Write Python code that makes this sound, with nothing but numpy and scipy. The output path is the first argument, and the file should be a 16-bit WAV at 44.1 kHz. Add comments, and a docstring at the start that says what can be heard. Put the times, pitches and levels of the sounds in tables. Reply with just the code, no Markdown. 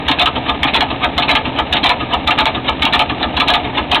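"""Steel clacks, scrapes and thumps in a rhythm that comes round a little under twice a second:
a round motor-driven sifter shaking on open ground. In every turn of its wobble the drum thumps on
its springs and knocks the frame, loose steel parts strike and rub, and the drive churns underneath.
A small narrow-band microphone with a fast limiter flattens the loudest clacks."""
import sys
import numpy as np
from scipy import signal
from scipy.fft import rfft, irfft
from scipy.io import wavfile
from scipy.ndimage import uniform_filter1d

SR = 44100
rng = np.random.default_rng(int(sys.argv[2]) if len(sys.argv) > 2 else 0)


def int16_out(signal):
    """Quantize to a 16-bit WAV file."""
    q = np.round(np.clip(np.atleast_2d(signal).T, -1, 1) * 32767)
    wavfile.write(sys.argv[1], SR, q.astype(np.int16))


N = 176400
T = np.arange(N) / SR

# Start of each turn of the drum's wobble, in seconds.
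TURN_STARTS_S = [-0.466, 0.0815, 0.6298, 1.1775, 1.7255, 2.2725, 2.8197, 3.368, 3.9152]
# Spectrum of rubbing steel. Each row: frequency in Hz, level in dB.
SCRAPE_SPECTRUM = [(200, -15), (450, -2), (650, 3), (900, 4), (1050, -1), (1220, 5), (1420, -8), (1720, -2),
                   (1980, -7), (2350, -1), (3500, -1), (4300, -8), (5000, -45)]
STEEL_RISE_S = .005


def amp(db):
    """Decibels to gain."""
    return 10 ** (np.asarray(db) / 20)


def unit(x):
    """Scale to unit rms."""
    return x / np.sqrt(np.mean(x ** 2) + 1e-20)


def lookup(points, hz):
    """Interpolate a table on a log-frequency axis."""
    f, value = np.transpose(points)
    return np.interp(np.log(hz + 1), np.log(f + 1), value)


def add(mix, start_s, sound):
    """Mix a sound in, dropping what falls outside."""
    at = round(start_s * SR)
    sound = sound[max(-at, 0):]
    part = mix[max(at, 0):][:len(sound)]
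    part += sound[:len(part)]


def colour(x, spectrum, size=8192):
    """Minimum-phase filter with the given spectrum."""
    log_gain = np.log(amp(lookup(spectrum, abs(np.fft.fftfreq(size, 1 / SR)))))
    taps = np.fft.ifft(np.exp(np.conj(signal.hilbert(log_gain)))).real[:size // 2]
    return signal.oaconvolve(x, taps)[:len(x)]


def ring(modes, rise_s):
    """Decaying modes that take a moment to build up."""
    t = T[:SR // 5]
    tones = sum(amp(db) * np.exp(-np.log(1000) * t / t60_s) * np.sin(2 * np.pi * hz * t)
                for hz, db, t60_s in modes)
    return (1 - np.exp(-(t / rise_s) ** 2)) * tones


def drive(churn_db=-24.4, grit_db=-35, rumble_db=-30, flutter_db=1.8, flutter_s=.008, ticks_per_s=160):
    """Fluttering bearing noise, gritty ticks and a gear rumble that repeats every turn."""
    # Each row of both: frequency in Hz, level in dB.
    bearing_spectrum = [(20, -18), (60, -10), (160, -8), (260, 0), (390, -7), (440, -3), (490, -5),
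                        (720, -1), (930, -2), (1080, -12), (1220, -8), (1400, -17), (1750, -11),
                        (1980, -15), (2280, -9), (3000, -14.5), (3700, -13), (4300, -19), (5000, -55)]
    gear_spectrum = [(12, -15), (30, -2), (42, -9), (56, -3), (72, 4), (98, -5), (130, 1), (170, -1),
                     (215, -2), (268, 2), (400, -8), (700, -25), (2000, -50)]
    flutter = unit(uniform_filter1d(rng.standard_normal(N), int(flutter_s * SR)))
    churn = unit(colour(rng.standard_normal(N) * amp(flutter_db * flutter), bearing_spectrum))
    impulses = rng.standard_normal(N) * (rng.random(N) < ticks_per_s / SR)
    tick = rng.standard_normal(SR // 20) * np.exp(-T[:SR // 20] / .003)
    grit = unit(colour(signal.oaconvolve(impulses, tick)[:N], SCRAPE_SPECTRUM))
    one_turn = rng.standard_normal(round(np.mean(np.diff(TURN_STARTS_S)) * SR))
    gears = np.zeros(N)
    for turn_s in TURN_STARTS_S:
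        add(gears, turn_s, one_turn)
    rumble = unit(colour(gears, gear_spectrum))
    return amp(churn_db) * churn + amp(grit_db) * grit + amp(rumble_db) * rumble


def frame(thump_db=-11.5, knock_db=-13, detune=.03, spread_db=1.2, jitter_s=.0005):
    """The swinging drum thumps on its springs and knocks the hollow frame."""
    # Each row of both: seconds into the turn, level in dB.
    thumps = [(-0.024, 1), (0.084, -4), (0.141, 2.5), (0.252, 2), (0.358, -6), (0.420, 1.5)]
    knocks = [(0.005, -3), (0.020, 1.5), (0.099, -1), (0.127, -1), (0.156, -2), (0.275, -5), (0.292, 1.5),
              (0.374, -6), (0.397, -3), (0.432, -5), (0.455, -6)]
    # Each row of both: frequency in Hz, level in dB, T60 in seconds.
    spring_modes = [(30, -17, .2), (68, 0, .15), (80, -12, .1), (130, -12, .07)]
    frame_modes = [(128, -6, .1), (180, -8, .06), (268, -1, .12), (302, 1, .08), (348, -5, .06)]
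    out = np.zeros(N)
    thump = ring(spring_modes, rise_s=.02)
    for turn_s in TURN_STARTS_S:
        for at_s, db in thumps:
            add(out, turn_s + at_s, amp(thump_db + db) * thump)
        for at_s, db in knocks:
            modes = [(hz * (1 + detune * rng.normal()), mode_db + spread_db * rng.normal(), t60_s)
                     for hz, mode_db, t60_s in frame_modes]
            knock = amp(knock_db + db) * ring(modes, rise_s=.006)
            add(out, turn_s + at_s + jitter_s * rng.normal(), knock)
    return out


def sheet_steel(crack_gain=.5, crack_s=.005, body_hz=1400):
    """Response of one spot: a crack, then dense modes, the treble at once, the low ones later."""
    # Each row: frequency in Hz, T60 in seconds.
    decay_times = [(300, .15), (900, .15), (1700, .11), (3000, .1), (4200, .09)]
    hz, t, noise = signal.stft(rng.standard_normal(8192), SR, nperseg=128)
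    hz = hz[:, None]
    crack = 1 + crack_gain * np.exp(-t / crack_s)
    rise = 1 - np.exp(-(t + 1 / SR) / STEEL_RISE_S) / (1 + (hz / body_hz) ** 4)
    decay = np.exp(-np.log(1000) * t / lookup(decay_times, hz))
    return unit(signal.istft(noise * crack * rise * decay, SR, nperseg=128)[1])


def contacts(force, rate_per_s=2500):
    """Tiny random metal contacts under a force curve, at unit energy."""
    hits = force * rng.standard_normal(len(force)) * (rng.random(len(force)) < rate_per_s / SR)
    return hits / (np.linalg.norm(hits) + 1e-12)


def drum(blows, spectrum, dense_db, notes_db):
    """Contacts excite the dense steel modes and the clear notes of the drum wall."""
    # Each row: frequency in Hz, level in dB, T60 in seconds.
    wall_modes = [(717, 1, .15), (873, 1, .14), (920, -3, .1), (1052, -4, .11), (1208, 0, .14),
                  (1235, -2, .1), (1305, -4, .13), (1688, -3, .12), (2317, -6, .07), (2700, -6, .07),
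                  (3040, -5, .07), (3205, -2, .09), (3620, -6, .07)]
    dense, force = np.zeros(N), np.zeros(N)
    for start_s, hits in blows:
        add(dense, start_s, signal.fftconvolve(hits, sheet_steel()))
        add(force, start_s, hits)
    notes = signal.oaconvolve(force, ring(wall_modes, STEEL_RISE_S))[:N]
    return amp(dense_db) * unit(colour(dense, spectrum)) + amp(notes_db) * unit(notes)


def scrapes(lead_s=.1):
    """Steel rubs on steel in every turn, swelling and fading."""
    # Each row: peak in seconds into the turn, level in dB, rise and fall in seconds.
    rubs = [(0.276, -6, .004, .007), (0.385, -11, .012, .012), (0.4115, .5, .007, .0035)]
    t = T[:SR // 5] - lead_s
    blows = []
    for turn_s in TURN_STARTS_S:
        for peak_s, db, rise_s, fall_s in rubs:
            force = np.exp(np.minimum(t / rise_s, -t / fall_s))
            blows.append((turn_s + peak_s - lead_s, amp(db) * contacts(force)))
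    return drum(blows, SCRAPE_SPECTRUM, dense_db=-24.4, notes_db=-29)


def clacks(first_contact=.9):
    """Steel parts strike the drum: a hard first contact, then quickly dying chatter."""
    # Each row: seconds into the turn, level in dB, chatter decay in seconds.
    turn_clacks = [(-0.002, -14, .002), (0.0017, -.5, .003), (0.105, -10.5, .003), (0.1145, .3, .005),
                   (0.133, -2.7, .004)]
    # A loose part with its own timing. Each row: start in seconds, level in dB, chatter decay in seconds.
    loose_clacks = [(0.1136, -5, .009), (0.2585, .5, .006), (0.6694, -10, .006), (0.682, -9.5, .006),
                    (0.8075, 0, .004), (1.2224, -4, .007), (1.3523, 0, .006), (1.755, -11, .004),
                    (1.7664, -7.5, .008), (1.8935, 2, .004), (2.3072, -3, .008), (2.4562, 1, .006),
                    (2.8529, 1, .005), (2.9932, 2, .006), (3.4007, 1, .006), (3.5374, 2, .006),
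                    (3.9464, 2.5, .007)]
    # Each row: frequency in Hz, level in dB.
    clack_spectrum = [(200, -20), (480, -11), (620, -1), (760, 0), (880, 4), (1000, 1), (1120, -3),
                      (1250, 2), (1400, -7), (1530, -8), (1700, -1), (2020, -5), (2320, 1), (2850, -.5),
                      (3200, 1), (3700, .5), (4400, 1), (5200, -40)]
    regular = [(turn_s + at_s, db, chatter_s)
               for turn_s in TURN_STARTS_S for at_s, db, chatter_s in turn_clacks]
    t = T[:SR // 10]
    blows = []
    for start_s, db, chatter_s in regular + loose_clacks:
        hits = contacts(np.exp(-t / chatter_s))
        hits[0] += first_contact
        blows.append((start_s, amp(db) * hits))
    return drum(blows, clack_spectrum, dense_db=-13.5, notes_db=-22)


def scene():
    """The whole sifter, in mono."""
    return (clacks() + scrapes() + frame() + drive())[None]


def record(dry, mic_hz=4080, slope_hz=118, ceiling=.72, release_db_per_s=700, cutoff_hz=16200):
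    """Narrow-band microphone, instant limiter that spits on peaks, final low-pass."""
    hz = np.fft.rfftfreq(2 * N, 1 / SR)
    rolloff = 1 + np.exp(np.minimum((hz - mic_hz) / slope_hz, 50))
    mic = irfft(rfft(dry[0], 2 * N) / rolloff)[:N]
    over_db = 20 * np.log10(np.maximum(abs(mic) / ceiling, 1))
    release_db = release_db_per_s * T
    reduction_db = np.maximum.accumulate(over_db + release_db) - release_db
    lowpass = signal.firwin(511, cutoff_hz, window=("kaiser", 9), fs=SR)
    return signal.oaconvolve(mic / amp(reduction_db), lowpass, "same")[None]


dry = scene()
out = record(dry)
int16_out(out)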